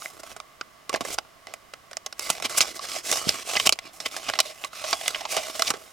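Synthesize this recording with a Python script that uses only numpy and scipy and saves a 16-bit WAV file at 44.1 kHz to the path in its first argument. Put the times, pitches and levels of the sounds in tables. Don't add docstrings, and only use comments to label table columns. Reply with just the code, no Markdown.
import sys
import numpy as np
from scipy import signal
from scipy.fft import rfft, irfft, next_fast_len
from scipy.io import wavfile

SR = 44100
rng = np.random.default_rng(int(sys.argv[2]) if len(sys.argv) > 2 else 0)


def inscribe(sig):
    pcm = np.round(np.clip(np.atleast_2d(sig).T, -1, 1) * 32767)
    wavfile.write(sys.argv[1], SR, pcm.astype(np.int16))


N = 261072
TIME = np.arange(N) / SR
FILTER_SIZE = 2048
HZ = np.maximum(np.fft.rfftfreq(FILTER_SIZE, 1 / SR), 1)
BODY_EDGE_HZ, SHEEN_EDGE_HZ = 1700, 6000
MEDIUM_RUB_DB = -37

# t/s, crack level/dB, sheen re crack/dB, panel ring f/Hz, decay/s
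PAPER_TRANSIENTS = [(0.02, -43.5, -22, 1100, 0.0052), (0.0584, -34, -18, 2000, 0.00054),
                    (0.233, -47.5, 0, 575, 0.0068), (0.3641, -48.5, 3, 390, 0.0056),
                    (0.4013, -41.5, -5, 1210, 0.00073), (0.6114, -34, -20, 1380, 0.0021),
                    (0.894, -34, -0.5, 1150, .0039), (0.929, -38, -3, 646, 0.011),
                    (0.9404, -29, -10, 580, .0027), (0.9471, -30.5, -37, 1740, .0026),
                    (0.9593, -36, -3, 900, 0.0052), (1.008, -34, -2.5, 840, 0.0083),
                    (1.0498, -41, 3.5, 443, 0.0077), (1.181, -44, -16, 1100, 0.0019),
                    (1.1856, -26, -12, 1300, 0.0023), (1.47, -43, -7.5, 2120, 0.0015),
                    (1.5378, -39, -1.5, 2170, .0029), (1.7364, -40.5, -6, 2060, 0.003),
                    (1.9122, -49.5, -2, 594, 0.0052), (1.9317, -43.5, -4, 2040, .0026),
                    (1.9695, -32.5, -2, 6230, 0.0024), (2.062, -33, 0, 5870, 0.0039),
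                    (2.126, -39, -5, 5300, 0.0029), (2.1943, -34, 3.5, 5600, 0.0017),
                    (2.2929, -37, -3, 1300, 0.0062), (2.3009, -22.5, 2, 1400, 0.0048),
                    (2.4, -43, -2, 790, .003), (2.4232, -32.5, -3, 2440, 0.0089),
                    (2.4962, -35.5, 1.5, 1290, 0.03), (2.6063, -15.5, -8, 3650, 0.0017),
                    (2.612, -20.5, 2, 5530, 0.0048), (2.7926, -38.5, -15, 1080, 0.0019),
                    (2.962, -37.5, -5, 636, 0.0049), (3.1143, -27, 6, 5330, 0.0022),
                    (3.1255, -25.5, -1, 1110, 0.0053), (3.2916, -19.5, -2, 5400, 0.0016),
                    (3.5532, -27.5, -22, 2630, .0046), (3.5677, -19.5, -26, 2130, 0.0032),
                    (3.5984, -21, -8.5, 3120, .0042), (3.671, -14, -4.5, 2920, 0.002),
                    (3.6929, -15.5, -3, 2880, 0.0015), (3.7238, -20.5, -1.5, 4450, 0.0051),
                    (3.7887, -33.5, -7, 3400, 0.0023), (4.002, -34, -2.5, 5130, 0.01),
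                    (4.165, -34.5, 0, 1700, 0.0065), (4.2988, -30.5, -5.5, 654, 0.0016),
                    (4.3363, -29.5, -29, 1700, 0.002), (4.3542, -36, -12, 3000, 0.0063),
                    (4.3892, -19.5, -10, 1180, 0.0046), (4.4022, -17, -1.5, 4400, 0.0037),
                    (4.639, -33.5, -34, 2980, 0.0029), (4.6464, -33.5, -3, 1260, 0.0032),
                    (4.8399, -35, -15, 600, 0.009), (4.9293, -20.5, -15, 770, 0.0045),
                    (5.0117, -38, -18, 3000, 0.0031), (5.059, -32, -24, 3480, 0.005),
                    (5.0795, -22, -1, 3740, 0.0023), (5.1464, -28, -21, 2778, .0056),
                    (5.1575, -35.5, -30, 1760, 0.0022), (5.208, -36.5, -7, 850, 0.0072),
                    (5.2526, -32.5, -43, 945, 0.0035), (5.3664, -25.5, -4, 660, 0.0078),
                    (5.5948, -29, -2.5, 640, .0043), (5.621, -19.5, -7, 1420, .002),
                    (5.7034, -23.5, -2.5, 985, 0.0048), (5.7377, -39, -9, 440, 0.014)]
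def transients():
    out = np.zeros((2, N))
    for s, db, sheen_db, ring_hz, decay_s in PAPER_TRANSIENTS:
        hit = paper_hit(db, sheen_db, ring_hz, decay_s)
        add(out, s, left_right(hit, pan_db=-1.8, width_db=-0.5))
    return out


def paper_hit(db, sheen_db, ring_hz, decay_s, kick=0.21, tail_db=-24, tail_s=0.0079, leak_hz=260):
    t = TIME[:2 * FILTER_SIZE]
    body_db = 2.5 - 0.37 * max(db + 33, 0) + 3 * np.log2(1320 / ring_hz)
    ring_db = 8.5 - 0.23 * sheen_db
    panel = resonance(ring_hz, 0.4 * ring_hz, ring_db)
    leak = HZ / np.hypot(HZ, leak_hz)
    voices = paper_voices(panel * leak * bent_sheet(ripple_db=3))
    sound = 0
    for voice, band_db, stretch in zip(voices, (body_db, 0, sheen_db), (1.1, 1.0, 0.9)):
        envelope = np.exp(-t / (decay_s * stretch)) + from_db(tail_db) * np.exp(-t / tail_s)
        force = fibre_slips(len(t), uneven_db=3) * envelope
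        force[0, 0] = kick * np.linalg.norm(force[0])
        sound = sound + radiate(force, voice) * from_db(db + band_db)
    return sound * np.sqrt(SR / 100)


# start t/s, fastest t/s, end t/s, crack level/dB, sheen re crack/dB
HAND_STROKES = [(0.0, 0.029, 0.09, -46.5, 4.5), (0.096, 0.074, 0.18, -54.5, 2.5),
                (0.243, 0.33, 0.33, -48, -1.5), (0.932, 0.95, 0.975, -40, -14),
                (1.047, 1.12, 1.148, -39.5, -0.5), (1.472, 1.482, 1.56, -53.5, -12),
                (2.205, 2.23, 2.34, -37, -0.5), (2.31, 2.34, 2.45, -44, -6), (2.5, 2.583, 2.72, -35.5, -3),
                (2.753, 2.75, 2.78, -41, 1.5), (2.822, 2.827, 2.87, -35, -3.5),
                (2.883, 2.955, 3.0, -34, -2.5), (3.055, 3.176, 3.195, -30, 2),
                (3.164, 3.22, 3.27, -39, -1.5), (3.263, 3.299, 3.425, -33, -4.5),
                (3.462, 3.517, 3.68, -32.5, -2), (3.825, 3.858, 3.895, -46.5, -11),
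                (3.932, 3.925, 4.0, -56, 6), (4.012, 4.09, 4.09, -44, -2.5),
                (4.113, 4.106, 4.24, -41.5, -3.5), (4.227, 4.28, 4.38, -38.5, -6.5),
                (4.433, 4.474, 4.515, -39.5, -4.5), (4.53, 4.67, 4.68, -49, -0.5),
                (4.732, 4.766, 4.94, -40.5, -5), (4.84, 4.91, 4.945, -33.5, -2.5),
                (4.94, 5.107, 5.115, -37, -2), (5.13, 5.134, 5.29, -40.5, -5.5),
                (5.293, 5.324, 5.58, -36, -3), (5.56, 5.69, 5.71, -37, 0), (5.714, 5.743, 5.92, -53, 1)]
def hand_strokes(attack_s=0.013, release_s=0.0095, swell_db=6.5):
    power = np.zeros((3, N))
    for start, fastest, end, db, sheen_db in HAND_STROKES:
        slack = np.interp(TIME, [start, fastest, end], [1, 0, 1])
        fade = np.maximum(start - TIME, 0) / attack_s + np.maximum(TIME - end, 0) / release_s
        envelope = from_db(db - swell_db * slack) * np.exp(-np.minimum(fade, 20))
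        body_db = -2 - 0.2 * (db - MEDIUM_RUB_DB)
        power += np.outer(from_db([body_db, 0, sheen_db]) ** 2, envelope ** 2)
    return np.sqrt(power)


# f/Hz, level/dB
RUB_LIFT = [(8000, 0), (12000, 3), (15500, 3.5)]
def slide(strength, judder_db=1.7, judder_hz=170, ticks_per_s=100, tick_db=2.5, tick_s=0.0013,
          shape_s=0.07):
    grip = from_db(judder_db * drift(judder_hz))
    triggers = rng.random(N) < ticks_per_s / SR
    ticks = triggers * from_db(tick_db * np.minimum(rng.exponential(1, N), 3) - tick_db)
    wrinkles = signal.lfilter([1], [1, -np.exp(-1 / (tick_s * SR))], ticks + 1e-18)
    forces = [rms_one(fibre_slips(N, uneven_db=3) * (grip + tick_share * wrinkles)) * gain
              for gain, tick_share in zip(strength, (3.0, 0.95, 0.7))]
    out, step = np.zeros((2, N)), round(shape_s * SR)
    crossfade = np.hanning(2 * step)
    for at in range(-step, N, step):
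        start, end = max(at, 0), min(at + 2 * step, N)
        rub_db = 20 * np.log10(strength[1, start:end].max() + 1e-9)
        lightness_db = np.clip(MEDIUM_RUB_DB - rub_db, -10, 10)
        lift = gain_curve(RUB_LIFT) ** (1 + 0.11 * lightness_db)
        for force, voice in zip(forces, paper_voices(bent_sheet(ripple_db=4) * lift)):
            piece = force[:, start:end] * crossfade[start - at:end - at]
            response = np.array(voice) / np.linalg.norm(voice[0])
            add(out, start / SR, signal.fftconvolve(piece, response, axes=1))
    return left_right(out, pan_db=-1.56, width_db=0.5)


# centre t/s, swell width/s, crack level/dB, body re crack/dB, sheen re crack/dB
EDGE_SCUFFS = [(0.201, 0.0043, -48, 4.5, 3.5), (1.133, 0.0049, -41, -4, 8), (1.144, 0.0024, -36, -3.5, 5.5),
               (2.455, 0.0067, -23.5, -5.5, -9), (2.582, 0.0044, -23, -3, 7.5),
               (2.625, 0.0051, -25, -16, -4), (3.288, 0.0057, -27, -8, -5), (3.566, 0.0037, -27, 3, -6),
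               (3.6644, 0.0042, -20.5, -3, -1), (4.0627, 0.0034, -22.5, -5, -10.5),
               (4.29, 0.0025, -23.5, -1, -16), (5.321, 0.0091, -32, -6.5, 2), (5.381, 0.011, -30, -2, -29),
               (5.678, 0.0052, -22.5, -16, -11.5)]
def scuffs():
    out, t = np.zeros((2, N)), TIME[:4 * FILTER_SIZE]
    centre_s = t[-1] / 2
    for s, width_s, db, body_db, sheen_db in EDGE_SCUFFS:
        swell = 1 / np.cosh(np.minimum(np.abs(t - centre_s) / width_s, 20))
        voices = paper_voices(bent_sheet(ripple_db=2.5) * gain_curve(RUB_LIFT))
        for voice, band_db in zip(voices, (body_db, 0, sheen_db)):
            force = fibre_slips(len(t), uneven_db=2) * swell
            sound = radiate(force, voice) * np.linalg.norm(swell)
            add(out, s - centre_s, left_right(sound * from_db(db + band_db)))
    return out


def crinkles(strength, count=170, below_rub_db=8, scatter_db=8):
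    out = np.zeros((2, N))
    for k, (jitter, size, octaves) in enumerate(rng.uniform(-1, 1, (count, 3))):
        at = int((k + 0.5 + 0.5 * jitter) * (N - 1) / count)
        rub_db = 20 * np.log10(strength[1, at] + 1e-9)
        db = rub_db - below_rub_db + scatter_db * size
        crinkle = paper_hit(db, sheen_db=-1, ring_hz=2200 * 2 ** octaves, decay_s=0.0055)
        add(out, at / SR, left_right(crinkle))
    return out


# t/s, level before trim/dB, f/Hz
SHEET_FLAPS = [(1.012, -32, 220), (2.3, -29, 190), (2.411, -38, 130), (3.112, -36, 195), (3.269, -19, 179),
               (3.666, -27, 188)]
def flaps(rise_s=0.0017, wobble=0.5, trim_db=-2, leak_hz=110):
    out, t = np.zeros((2, N)), TIME[:2 * FILTER_SIZE]
    leak = signal.butter(2, leak_hz, "high", fs=SR, output="sos")
    envelope = t / rise_s * np.exp(1 - t / rise_s)
    for s, db, hz in SHEET_FLAPS:
        lowpass = signal.butter(2, 2 * hz, fs=SR, output="sos")
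        air = signal.sosfilt(lowpass, rng.standard_normal((2, len(t))))
        swing = np.sin(2 * np.pi * hz * t) + wobble * rms_one(air)
        add(out, s, from_db(db + trim_db) * signal.sosfilt(leak, swing * envelope))
    return out


def fibre_slips(size, uneven_db):
    return rng.standard_normal((2, size)) * from_db(uneven_db * np.minimum(rng.exponential(1, size), 6))


# f/Hz, relative level/dB
PAPER_TONE = [(25, -24.5), (50, -15.5), (130, -21.5), (330, -8.5), (550, -6.5), (800, -3.5), (960, -13.5),
              (1300, -6.5), (1830, -8.5), (2300, 2.5), (5500, 1), (8000, -2.5), (12000, -12.5),
              (15800, -23)]
# f/Hz, side re mid/dB
PAPER_WIDTH = [(40, -1), (150, 6.5), (600, -24.5), (3000, -12), (7000, -8), (11000, -3.5), (15000, 0.5)]
def paper_voices(shape):
    above_body, above_crack = (1 / (1 + (edge / HZ) ** 10) for edge in (BODY_EDGE_HZ, SHEEN_EDGE_HZ))
    bands = (1 - above_body, above_body * (1 - above_crack), above_crack)
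    colour = gain_curve(PAPER_TONE) * shared_colour() * shape
    gains = [colour * np.sqrt(band) for band in bands]
    return [(causal(gain), causal(gain * gain_curve(PAPER_WIDTH))) for gain in gains]


def bent_sheet(ripple_db, spacing_hz=260, even_above_hz=7000):
    knots = rng.standard_normal(FILTER_SIZE)
    depth_db = ripple_db / (1 + (HZ / even_above_hz) ** 4)
    return from_db(depth_db * np.interp(HZ / spacing_hz, np.arange(len(knots)), knots))


def radiate(force, voice):
    sound = np.array([through(drive, response) for drive, response in zip(force, voice)])
    return sound / np.sqrt(np.sum(sound[0] ** 2) + 1e-20)


# f/Hz, width/Hz, level/dB
STEADY_RESONANCES = [(646, 108, 8.5), (1109, 170, 9.5), (2039, 110, 8), (2953, 160, 4), (4500, 370, -1.5),
                     (5170, 930, 2.5)]
def shared_colour():
    return np.prod([resonance(*mode) for mode in STEADY_RESONANCES], axis=0)


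def reflections(x, t60_s=0.22, echo_s=0.0632, smear_s=0.0022):
    t = TIME[:SR // 2]
    walls = causal(gain_curve([(100, 15), (1200, -2), (5000, -10), (15000, -9)]))
    out = []
    for channel in x:
        tail = rng.standard_normal(len(t)) * from_db(-60 * t / t60_s) * (t > 0.005)
        echo = rng.standard_normal(len(t)) * np.exp(-np.abs(t - echo_s) / smear_s) * (t > echo_s)
        response = from_db(-22) * tail / np.linalg.norm(tail) + from_db(-28) * echo / np.linalg.norm(echo)
        out.append(through(channel, through(response, walls)))
    return np.array(out)


# f/Hz, relative level/dB
ROOM_HUSH = [(25, -3.5), (60, 0.5), (200, -2), (450, -3.5), (700, -1.5), (950, -5.5), (1200, -1),
             (1800, -4.5), (3000, -8), (7000, -13), (15500, -20)]
def room_tone(level_db=-54.5, side_db=-5):
    response = causal(gain_curve(ROOM_HUSH) * shared_colour())
    mid, side = (rms_one(through(white, response)) for white in rng.standard_normal((2, N)))
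    return from_db(level_db) * left_right((mid, side), width_db=side_db)


def from_db(db):
    return 10 ** (np.asarray(db) / 20)


def rms_one(x):
    return x / np.sqrt(np.mean(x ** 2) + 1e-20)


def drift(rate_hz):
    knots = rng.standard_normal(8192)
    return np.interp(TIME * rate_hz, np.arange(len(knots)), knots)


def resonance(hz, width_hz, db):
    return from_db(db / (1 + (2 * (HZ - hz) / width_hz) ** 2))


def gain_curve(points):
    hz, db = np.transpose(points)
    return from_db(np.interp(np.log(HZ), np.log(hz), db))


def causal(gain):
    cepstrum = irfft(np.log(gain + 1e-6))
    cepstrum[1:FILTER_SIZE // 2] *= 2
    cepstrum[FILTER_SIZE // 2 + 1:] = 0
    return irfft(np.exp(rfft(cepstrum)))


def through(x, response):
    return signal.oaconvolve(x, response)[:len(x)]


def left_right(sound, pan_db=0, width_db=0):
    mid, side = sound[0], sound[1] * from_db(width_db)
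    return np.array([(mid + side) * from_db(pan_db / 2), (mid - side) * from_db(-pan_db / 2)])


def add(out, s, sound):
    at = max(0, round(s * SR))
    out[:, at:at + sound.shape[1]] += sound[:, :max(0, N - at)]


# t/s, bass level/dB, hollow level/dB
UNFOLDING_TONE = [(1.0, 6, -7), (3.7, -1.5, -2.5), (4.3, 0.5, 0), (4.9, -3.5, 3), (5.8, 1, 4)]
def scene(bass_hz=480, hollow_hz=620, hollow_q=10):
    strength = hand_strokes()
    rubbing = scuffs() + slide(strength)
    paper = transients() + crinkles(strength) + rubbing
    times, *levels_db = np.transpose(UNFOLDING_TONE)
    bass_gain, hollow_gain = (from_db(np.interp(TIME, times, db)) for db in levels_db)
    bass = signal.sosfilt(signal.butter(1, bass_hz, fs=SR, output="sos"), paper)
    hollow = signal.lfilter(*signal.iirpeak(hollow_hz, hollow_q, fs=SR), rubbing)
    leaflet = paper + (bass_gain - 1) * bass + (hollow_gain - 1) * hollow + flaps()
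    return leaflet + reflections(leaflet) + room_tone()


# f/Hz, left re right/dB
PORT_BALANCE = [(60, -6), (170, -5), (400, -5), (1200, -3.5), (2800, -1), (6000, -1.5), (10000, -2.5),
                (15000, -1)]
# f/Hz, phase lag/rad
PORT_LAG = [(60, 1), (400, 0.81), (1200, 0.61), (4000, 0.01)]
def record(dry, ceiling=0.87, cutoff_hz=16000):
    ratio = gain_curve(PORT_BALANCE)
    ports = np.array([through(x, causal(2 * gain / (1 + ratio))) for x, gain in zip(dry, (ratio, 1))])
    size = next_fast_len(N + FILTER_SIZE)
    lag = np.interp(np.fft.rfftfreq(size, 1 / SR), *np.transpose(PORT_LAG))
    ports[1] = irfft(rfft(ports[1], size) * np.exp(-1j * lag), size)[:N]
    rounded = ceiling * np.tanh(ports / ceiling)
    return signal.sosfilt(signal.ellip(10, 0.1, 70, cutoff_hz, fs=SR, output="sos"), rounded)


dry = scene()
out = record(dry)
inscribe(out)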